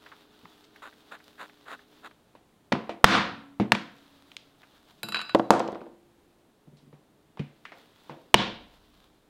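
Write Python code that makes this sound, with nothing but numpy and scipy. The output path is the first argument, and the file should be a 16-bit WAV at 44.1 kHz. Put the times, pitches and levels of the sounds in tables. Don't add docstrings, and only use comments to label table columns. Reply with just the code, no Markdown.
import sys
import numpy as np
from scipy import signal
from scipy.fft import rfft, irfft, next_fast_len
from scipy.io import wavfile
from scipy.ndimage import uniform_filter1d, minimum_filter1d, map_coordinates

SR = 44100
rng = np.random.default_rng(int(sys.argv[2]) if len(sys.argv) > 2 else 0)


def master(y):
    cut = np.clip(np.atleast_2d(y).T, -1, 1)
    pcm = np.round(cut * 32767)
    wavfile.write(sys.argv[1], SR, pcm.astype(np.int16))


N = 409953
TIME = np.arange(N) / SR
AGE = TIME[:SR]
HZ = np.fft.rfftfreq(2 * SR, 1 / SR)

# start in seconds, level in dB, crack centre and contact cut-off in Hz,
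# then board thud, wooden knock and room in relative dB.
SHARP_KNOCKS = [(2.7241, -21, 1878, 6500, -1, -11, -12.5), (3.0428, 6, 1380, 18000, -11.5, -13, -9),
                (3.72, -12.5, 1700, 18000, -10.5, -9.5, -14.5), (3.7502, -26, 2504, 9000, -6.5, -1, -14),
                (8.3428, -2.5, 3265, 7500, -10, -3, -13)]
# frequency in Hz, level in dB.
CRACK_SPECTRUM = [(30, -13.5), (150, -3), (400, -2), (620, 1), (1100, -0.5), (2100, -5), (3600, -6.5),
                  (5200, -13.5), (8000, -23.5), (12000, -30), (16000, -35)]
# frequency in Hz, level in dB, time to decay by 60 dB (t60) in seconds.
BOARD_MODES = [(118, -8.5, 0.22), (150, -8.5, 0.22), (196.8, -1.5, 0.2), (221, -3, 0.19), (285, -9.5, .18),
               (328, -10.5, 0.32), (412, -18.5, 0.28), (600, -17.5, 0.047)]
WOOD_MODES = [(120.35, -18.5, 0.35), (202.6, -8.5, 0.23), (236.5, -12, 0.41), (284, -11.5, 0.45),
              (336, -0.5, .26), (469, -2, 0.089), (575, -2, .1), (692, -2, 0.14), (800, -7.5, .1),
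              (884, -0.5, 0.076), (1106, -8.5, .1), (1326, -11.5, .06)]
STAND_MODES = [(31.4, -57, 2.8), (53.6, -56, 2.5), (87.5, -56, 1.6)]


def sharp_knocks(resonance_db=6, heave_lead_s=.0015):
    out = np.zeros(N)
    for s, db, hz, cut_hz, thud_db, knock_db, room_db in SHARP_KNOCKS:
        resonance = amp(resonance_db) / impedance(hz, q=2.1)
        crack = amp(along(CRACK_SPECTRUM, HZ)) * np.hypot(1, resonance) * softened(cut_hz)
        thud = amp(thud_db) * ring(BOARD_MODES)
        wood = amp(knock_db) * sized(ring(WOOD_MODES) * fade(AGE, t60=.032))
        impact = hit(crack, t60=.021, grit_db=7.5, body=thud + wood, room_db=room_db, build_s=.012)
        add(out, s, amp(db) * impact)
        add(out, s - heave_lead_s, tone(hz=56.6, db=-12 + 1.9 * db, t60=.05))
    last_blow_s = SHARP_KNOCKS[-1][0]
    add(out, last_blow_s, sum(tone(*mode) for mode in STAND_MODES))
    return out


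# start in seconds, level in dB, pitch ratio, room in relative dB.
THUDS = [(0.433, -50, 0.86, -20), (2.7263, -21.5, 1.18, -31.5), (3.599, -16.5, 1.03, -25.5),
         (3.609, -21, 1.03, -9.5)]
# start in seconds, level in dB.
BUMPS = [(6.672, -46), (6.728, -48), (6.825, -52.5), (6.867, -49.5), (6.928, -46.5), (7.395, -24.5),
         (8.098, -41)]
# frequency in Hz, level in dB.
THUMP_SPECTRUM = [(30, -27), (90, -9), (180, -1), (300, -0.5), (600, -14.5), (1500, -32.5), (5000, -53.5),
                  (16000, -72)]
# frequency in Hz, level in dB, t60 in seconds.
BENCH_MODES = [(146, 1.5, 0.19), (207, -9.5, 0.18), (240, -7.5, .18), (275, -13.5, .18),
               (331.3, -14.5, 0.13), (434, -19.5, 0.14), (570, -24, 0.18)]
# start in seconds, frequency in Hz, level in dB, t60 in seconds.
TREMBLES = [(2.721, 1015, -35.5, .4), (2.894, 690, -35, .22), (3.043, 280, -43.5, 3.6),
            (3.043, 1330, -29.5, .7), (5.507, 346, -41, 1.6), (7.652, 1800, -51.5, 0.16)]


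def bench(bump_depth_hz=40, bump_db_per_octave=26):
    out = np.zeros(N)
    thump = amp(along(THUMP_SPECTRUM, HZ))
    radiation = 1 / np.hypot(1, (110 / (HZ + 1)) ** 2)
    for s, db, pitch, room_db in THUDS:
        body = amp(3) * shaped(ring(BOARD_MODES, pitch), radiation)
        add(out, s, amp(db) * hit(thump, t60=.098, grit_db=3.5, body=body, room_db=room_db))
    for s, db in BUMPS:
        lowest_hz = bump_depth_hz * 2 ** (-db / bump_db_per_octave)
        depth = 1 / np.hypot(1, (lowest_hz / (HZ + 1)) ** 4)
        body = amp(8) * shaped(ring(BENCH_MODES), depth)
        add(out, s, amp(db) * hit(thump * depth, t60=.07, grit_db=20, body=body, room_db=-18.5))
    for s, hz, db, t60 in TREMBLES:
        add(out, s, tone(hz, db, t60))
    return out


# start in seconds, level in dB, contact cut-off in Hz.
KNOCKS = [(2.352, -49.5, 1100), (2.7207, -21.5, 1360), (2.8937, -29, 913), (3.599, -26, 906),
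          (6.928, -55.5, 1200), (7.373, -46.5, 1630), (7.72, -47, 1200), (8.096, -38.5, 895)]
# start in seconds, level in dB, first flight in seconds, number of rebounds,
# loss at the first rebound in dB, contact cut-off in Hz, then steel tip and room in relative dB.
DROPS_AND_ECHO = [(5.3481, -11, .0484, 1, 8.5, 800, -34, -14),
                  (5.5056, -8, .0972, 5, 14, 1150, -19.5, -6.5), (5.538, -23, .19, 1, 11, 752, -28, -4)]


def tools(wood_dulling=.9, tip_dulling=.75, tip_lead_s=.008):
    out = np.zeros(N)
    for s, db, cut_hz in KNOCKS:
        landing = knock(cut_hz, room_db=-7.5 + distance_db(s))
        skid = amp(-10.5) * puff(s, hz=2300, t60=.16)
        add(out, s, amp(db) * (landing + skid))
    for start, first_db, flight, count, loss_db, cut_hz, tip_db, room_db in DROPS_AND_ECHO:
        for k, (s, db) in enumerate(bounces(start, first_db, flight, loss_db, count)):
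            add(out, s, amp(db) * knock(cut_hz * wood_dulling ** k, room_db))
            tip = puff(s, hz=6500 * tip_dulling ** k, t60=.02)
            add(out, s - tip_lead_s * (k > 0), amp(db + tip_db) * tip)
    return out


# frequency in Hz, level in dB.
KNOCK_SPECTRUM = [(30, -26.5), (100, -14), (250, -2), (600, 5.5), (1200, -0.5), (2200, -8.5), (4000, -3),
                  (8000, -16.5), (16000, -11.5)]


def knock(cut_hz, room_db):
    push = amp(along(KNOCK_SPECTRUM, HZ)) * softened(cut_hz)
    body = amp(-6.5) * shaped(ring(WOOD_MODES), softened(cut_hz))
    return hit(push, t60=.025, grit_db=3, body=body, room_db=room_db)


# start in seconds, level in dB, contact cut-off in Hz, number of rebounds.
CLINKS = [(5.0316, -30, 19990, 0), (5.0867, -34, 19000, 0), (5.1221, -32.5, 8500, 0),
          (5.1454, -23.5, 5798, 2), (5.191, -32.5, 5500, 1), (5.215, -33, 8502, 0), (5.2939, -35, 5800, 0)]
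# frequency in Hz, level in dB, t60 in seconds.
STEEL_MODES = [(1045, -7.5, .08), (1150, -8, 0.24), (1420, -11, 0.14), (1487, -1, 0.25), (2560, -8, .17),
               (2645, -4, .15), (2770, -7, 0.067), (3120, -10.5, 0.095), (3947, 5.5, .2), (4377, -2.5, .08),
               (4910, -5.5, 0.18), (7100, -13, .07), (7420, -14.5, .18), (9000, -19, .12),
               (10240, -10, .06), (12560, -3.5, .06), (12880, -12, .18)]
# frequency in Hz, level in dB.
CLICK_SPECTRUM = [(100, -22.5), (700, -3.5), (1400, 7.5), (2000, -5.5), (2800, 1.5), (3500, -10),
                  (4500, -3.5), (6000, -22.5), (7200, -12.5), (12800, -8.5), (15000, -23.5)]


def punches():
    out = np.zeros(N)
    grasp = np.exp(-(AGE / .05) ** 2)
    for start, first_db, cut_hz, count in CLINKS:
        touch = softened(cut_hz) ** 2 / np.hypot(1, .09 * cut_hz / (HZ + 1))
        click = amp(along(CLICK_SPECTRUM, HZ)) * touch
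        nudge_db = -16 + 8 * np.log2(cut_hz / 5500)
        for s, db in bounces(start, first_db, flight_s=.0125, loss_db=4.5, count=count):
            steel = amp(1) * shaped(ring(STEEL_MODES) * grasp, touch)
            wood = amp(nudge_db) * sized(ring(WOOD_MODES) + ring(BOARD_MODES))
            add(out, s, amp(db) * hit(click, t60=.022, grit_db=6.5, body=steel + wood, room_db=-9))
    return out


# start, fastest moment and end in seconds, level in dB.
STROKES = [(0.819, 0.829, 0.9, -41.5), (1.11, 1.125, 1.175, -40.5), (1.377, 1.409, 1.468, -40),
           (1.651, 1.719, 1.765, -40), (2.026, 2.062, 2.084, -42)]
# start and end in seconds, level in dB.
SLIDES = [(0, 1.4, -62), (1.6, 2.056, -64), (3.95, 4.33, -64.5), (4.7, 5.4, -67), (7.7, 8.15, -64),
          (8.7, 9.06, -67.5)]
# frequency in Hz, level in dB.
RUB_SPECTRUM = [(120, -36), (200, -6), (305, -5), (821, 0), (1500, 6), (2420, -9.5), (2610, -6.5),
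                (3070, -12), (3760, -6.5), (5520, -32), (7010, -20), (7830, -25.5), (16000, -32.5)]
RUSTLE_SPECTRUM = [(200, -16), (600, 4.5), (1400, 3), (2300, -3.5), (3600, 4), (5500, -9), (9000, -18),
                   (16000, -15.5)]
SKIN_SPECTRUM = [(1500, -23.5), (3000, -2), (4300, 2.5), (6000, -4.5), (14000, -7)]


def leather(speed_exponent=.85, rise_db_per_s=55.5, fall_db_per_s=65.5, creaks_per_s=15):
    stroke = sum(amp(db) * np.interp(TIME, [start, fastest, end], [0, 1, 0]) ** speed_exponent
                 for start, fastest, end, db in STROKES)
    slide = sum(amp(db - rise_db_per_s * np.maximum(start - TIME, 0)
                    - fall_db_per_s * np.maximum(TIME - end, 0)) for start, end, db in SLIDES)
    rustle = amp(2.7 * wobble(per_s=21)) * friction(RUSTLE_SPECTRUM, per_s=67, slip_db=-6.5)
    whisper = amp(-15.5 + 3.5 * wobble(per_s=12)) * friction(SKIN_SPECTRUM, per_s=200, slip_db=-11)
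    flexes = impulses(creaks_per_s)
    tick = rng.standard_normal(SR) * fade(AGE, t60=.018)
    creaks = amp(-17) * coloured(signal.fftconvolve(flexes, tick)[:N], SKIN_SPECTRUM)
    rub = friction(RUB_SPECTRUM, per_s=350, slip_db=-1)
    return stroke * rub + slide * (rustle + whisper + creaks)


def friction(spectrum, per_s, slip_db):
    slips = amp(slip_db) * unit(impulses(per_s))
    return coloured(rng.standard_normal(N) + slips, spectrum)


# start in seconds, level in dB, centre in Hz, t60 in seconds.
TAPS = [(.062, -47.5, 1630, 0.083), (0.118, -45.5, 1300, 0.11), (.455, -48, 1310, 0.017),
        (.641, -58.5, 3983, 0.054), (.76, -52.5, 1710, 0.045), (1.121, -44, 1360, .017),
        (2.752, -32.5, 970, .02), (4.317, -51, 2800, 0.019), (4.367, -39, 3500, 0.0094),
        (4.632, -52.5, 1588, 0.052), (6.77, -62, 4020, .3), (7.394, -43, 2300, .06),
        (7.652, -41, 2010, 0.053), (7.72, -49, 1910, 0.13)]


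def taps(lift_delay_s=.027, lift_db=-14.5, lift_hz=1580, lift_t60=.042):
    out = np.zeros(N)
    lifts = [(end + lift_delay_s, db + lift_db, lift_hz, lift_t60) for _, _, end, db in STROKES]
    for s, db, hz, t60 in TAPS + lifts:
        add(out, s, amp(db) * puff(s, hz, t60))
    return out


def puff(s, hz, t60):
    band = softened(1.3 * hz) / impedance(hz, q=1.5)
    return hit(band, t60, grit_db=15, body=0, room_db=-12.5 + distance_db(s))


def distance_db(s, step_back_s=6.4):
    return 6.5 * (s > step_back_s)


# frequency in Hz, level in dB.
WALL_SPECTRUM = [(40, -9.5), (120, 1.5), (250, 0.5), (1200, 1), (4000, 3), (8000, 2.5), (16000, -2.5)]
# frequency in Hz, t60 in seconds.
ROOM_T60 = [(100, .6), (300, 0.55), (1000, 0.49), (4000, 0.48), (8000, 0.33), (15000, 0.23)]


def hit(gain, t60, grit_db, body, room_db, build_s=.0061):
    hz, t, noise = signal.stft(rng.standard_normal(SR), SR, nperseg=256)
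    decaying = noise * fade(t, along(ROOM_T60, hz)[:, None]) * amp(along(WALL_SPECTRUM, hz))[:, None]
    tail = signal.istft(decaying, SR, nperseg=256)[1][:SR]
    tail *= 1 - np.exp(-AGE / build_s)
    push = 1. * (AGE == 0)
    grit = amp(grit_db) * sized(rng.standard_normal(SR) * fade(AGE, t60))
    direct = shaped(sized(push) + grit, gain) + body
    radiated = shaped(push, gain) + body
    return sized(direct) + amp(room_db) * sized(signal.fftconvolve(radiated, tail)[:SR])


# start in seconds, air level in dB, hum level in dB.
STRETCHES = [(0, -66, -64), (2.12, -63.5, -78.5), (6.4, -64.5, -71.5)]
# frequency in Hz, relative level in dB.
HUM_PARTIALS = [(242, 0.5), (301, 5.5), (420, 4.5), (700, -16), (738, -17.5)]
AIR_SPECTRUM = [(20, -9.5), (80, -5), (170, -1.5), (300, -2), (480, -6.5), (750, -9.5), (1100, -13.5),
                (2000, -19.5), (2700, -21), (3700, -20), (5200, -27), (9000, -28), (16000, -32.5)]


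def background():
    starts, air_db, hum_db = np.transpose(STRETCHES)
    stretch = np.searchsorted(starts[1:], TIME)
    level = lambda db: uniform_filter1d(amp(db)[stretch], size=SR // 10)
    drift = lambda: np.cumsum(rng.standard_normal(N)) * .04
    hum = unit(sum(amp(db) * np.sin(2 * np.pi * hz * TIME + drift()) for hz, db in HUM_PARTIALS))
    air = coloured(rng.standard_normal(N), AIR_SPECTRUM)
    return level(air_db) * air + level(hum_db) * hum


def ring(modes, pitch=1):
    return sized(sum(amp(db + rng.normal(0, .45)) * fade(AGE, t60) * (-1) ** k
                     * np.sin(2 * np.pi * hz * pitch * AGE) for k, (hz, db, t60) in enumerate(modes)))


def tone(hz, db, t60):
    return amp(db) * fade(TIME, t60) * np.sin(2 * np.pi * hz * TIME)


def bounces(s, db, flight_s, loss_db, count, restitution=.85):
    k = np.arange(round(count) + 1)
    flights = flight_s * restitution ** k
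    return zip(s + np.cumsum(flights) - flights, db - loss_db * np.log2(k + 1))


def impedance(hz, q):
    return np.hypot(1, q * (HZ / hz - hz / (HZ + 1)))


def softened(cut_hz):
    return 1 / np.sqrt(1 + (HZ / cut_hz) ** 4)


def shaped(x, gain):
    cepstrum = irfft(np.log(np.maximum(gain, 1e-6)))
    cepstrum[1:SR] *= 2
    cepstrum[SR + 1:] = 0
    return sized(irfft(rfft(x, 2 * SR) * np.exp(rfft(cepstrum)))[:SR])


def coloured(x, spectrum):
    m = next_fast_len(N)
    gain = amp(along(spectrum, np.fft.rfftfreq(m, 1 / SR)))
    return unit(irfft(rfft(x, m) * gain, m)[:N])


def impulses(per_s):
    return (rng.random(N) < per_s / SR) * rng.standard_normal(N)


def wobble(per_s):
    return map_coordinates(rng.standard_normal(int(N * per_s / SR) + 4), [TIME * per_s])


def fade(t, t60):
    return np.exp(-np.log(1000) * t / t60)


def along(points, hz):
    f, v = np.transpose(points)
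    return np.interp(np.log(hz + 1), np.log(f + 1), v)


def amp(db):
    return 10 ** (np.asarray(db) / 20)


def unit(x):
    return x / np.sqrt(np.mean(x ** 2) + 1e-20)


def sized(x):
    return x / np.linalg.norm(x) * np.sqrt(SR / 100)


def add(track, s, x):
    part = track[round(s * SR):][:len(x)]
    part += x[:len(part)]


def scene():
    return (sharp_knocks() + bench() + tools() + punches() + taps() + leather() + background())[None]


def gain_control(x, threshold_db=-6, release_db_per_s=190, attack_s=.0016, hold_s=.02):
    pole = np.exp(-1 / (attack_s * SR))
    follow = lambda v: signal.lfilter([1 - pole], [1, -pole], v)
    over_db = np.maximum(10 * np.log10(follow(x ** 2) + 1e-12) - threshold_db, 0)
    half = max(int(hold_s * SR / 2), 1)
    held_db = -minimum_filter1d(-over_db, 2 * half + 1, origin=half)
    release_db = release_db_per_s * TIME
    cut_db = np.maximum.accumulate(held_db + release_db, axis=-1) - release_db
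    return x * amp(-follow(cut_db))


def record(dry, top_hz=16000):
    clipped = np.clip(gain_control(dry), -1, 1)
    m = next_fast_len(N)
    passband = np.interp(np.fft.rfftfreq(m, 1 / SR), [top_hz - 300, top_hz + 300], [1, 0])
    return irfft(rfft(clipped, m) * passband, m)[..., :N]


dry = scene()
out = record(dry)
master(out)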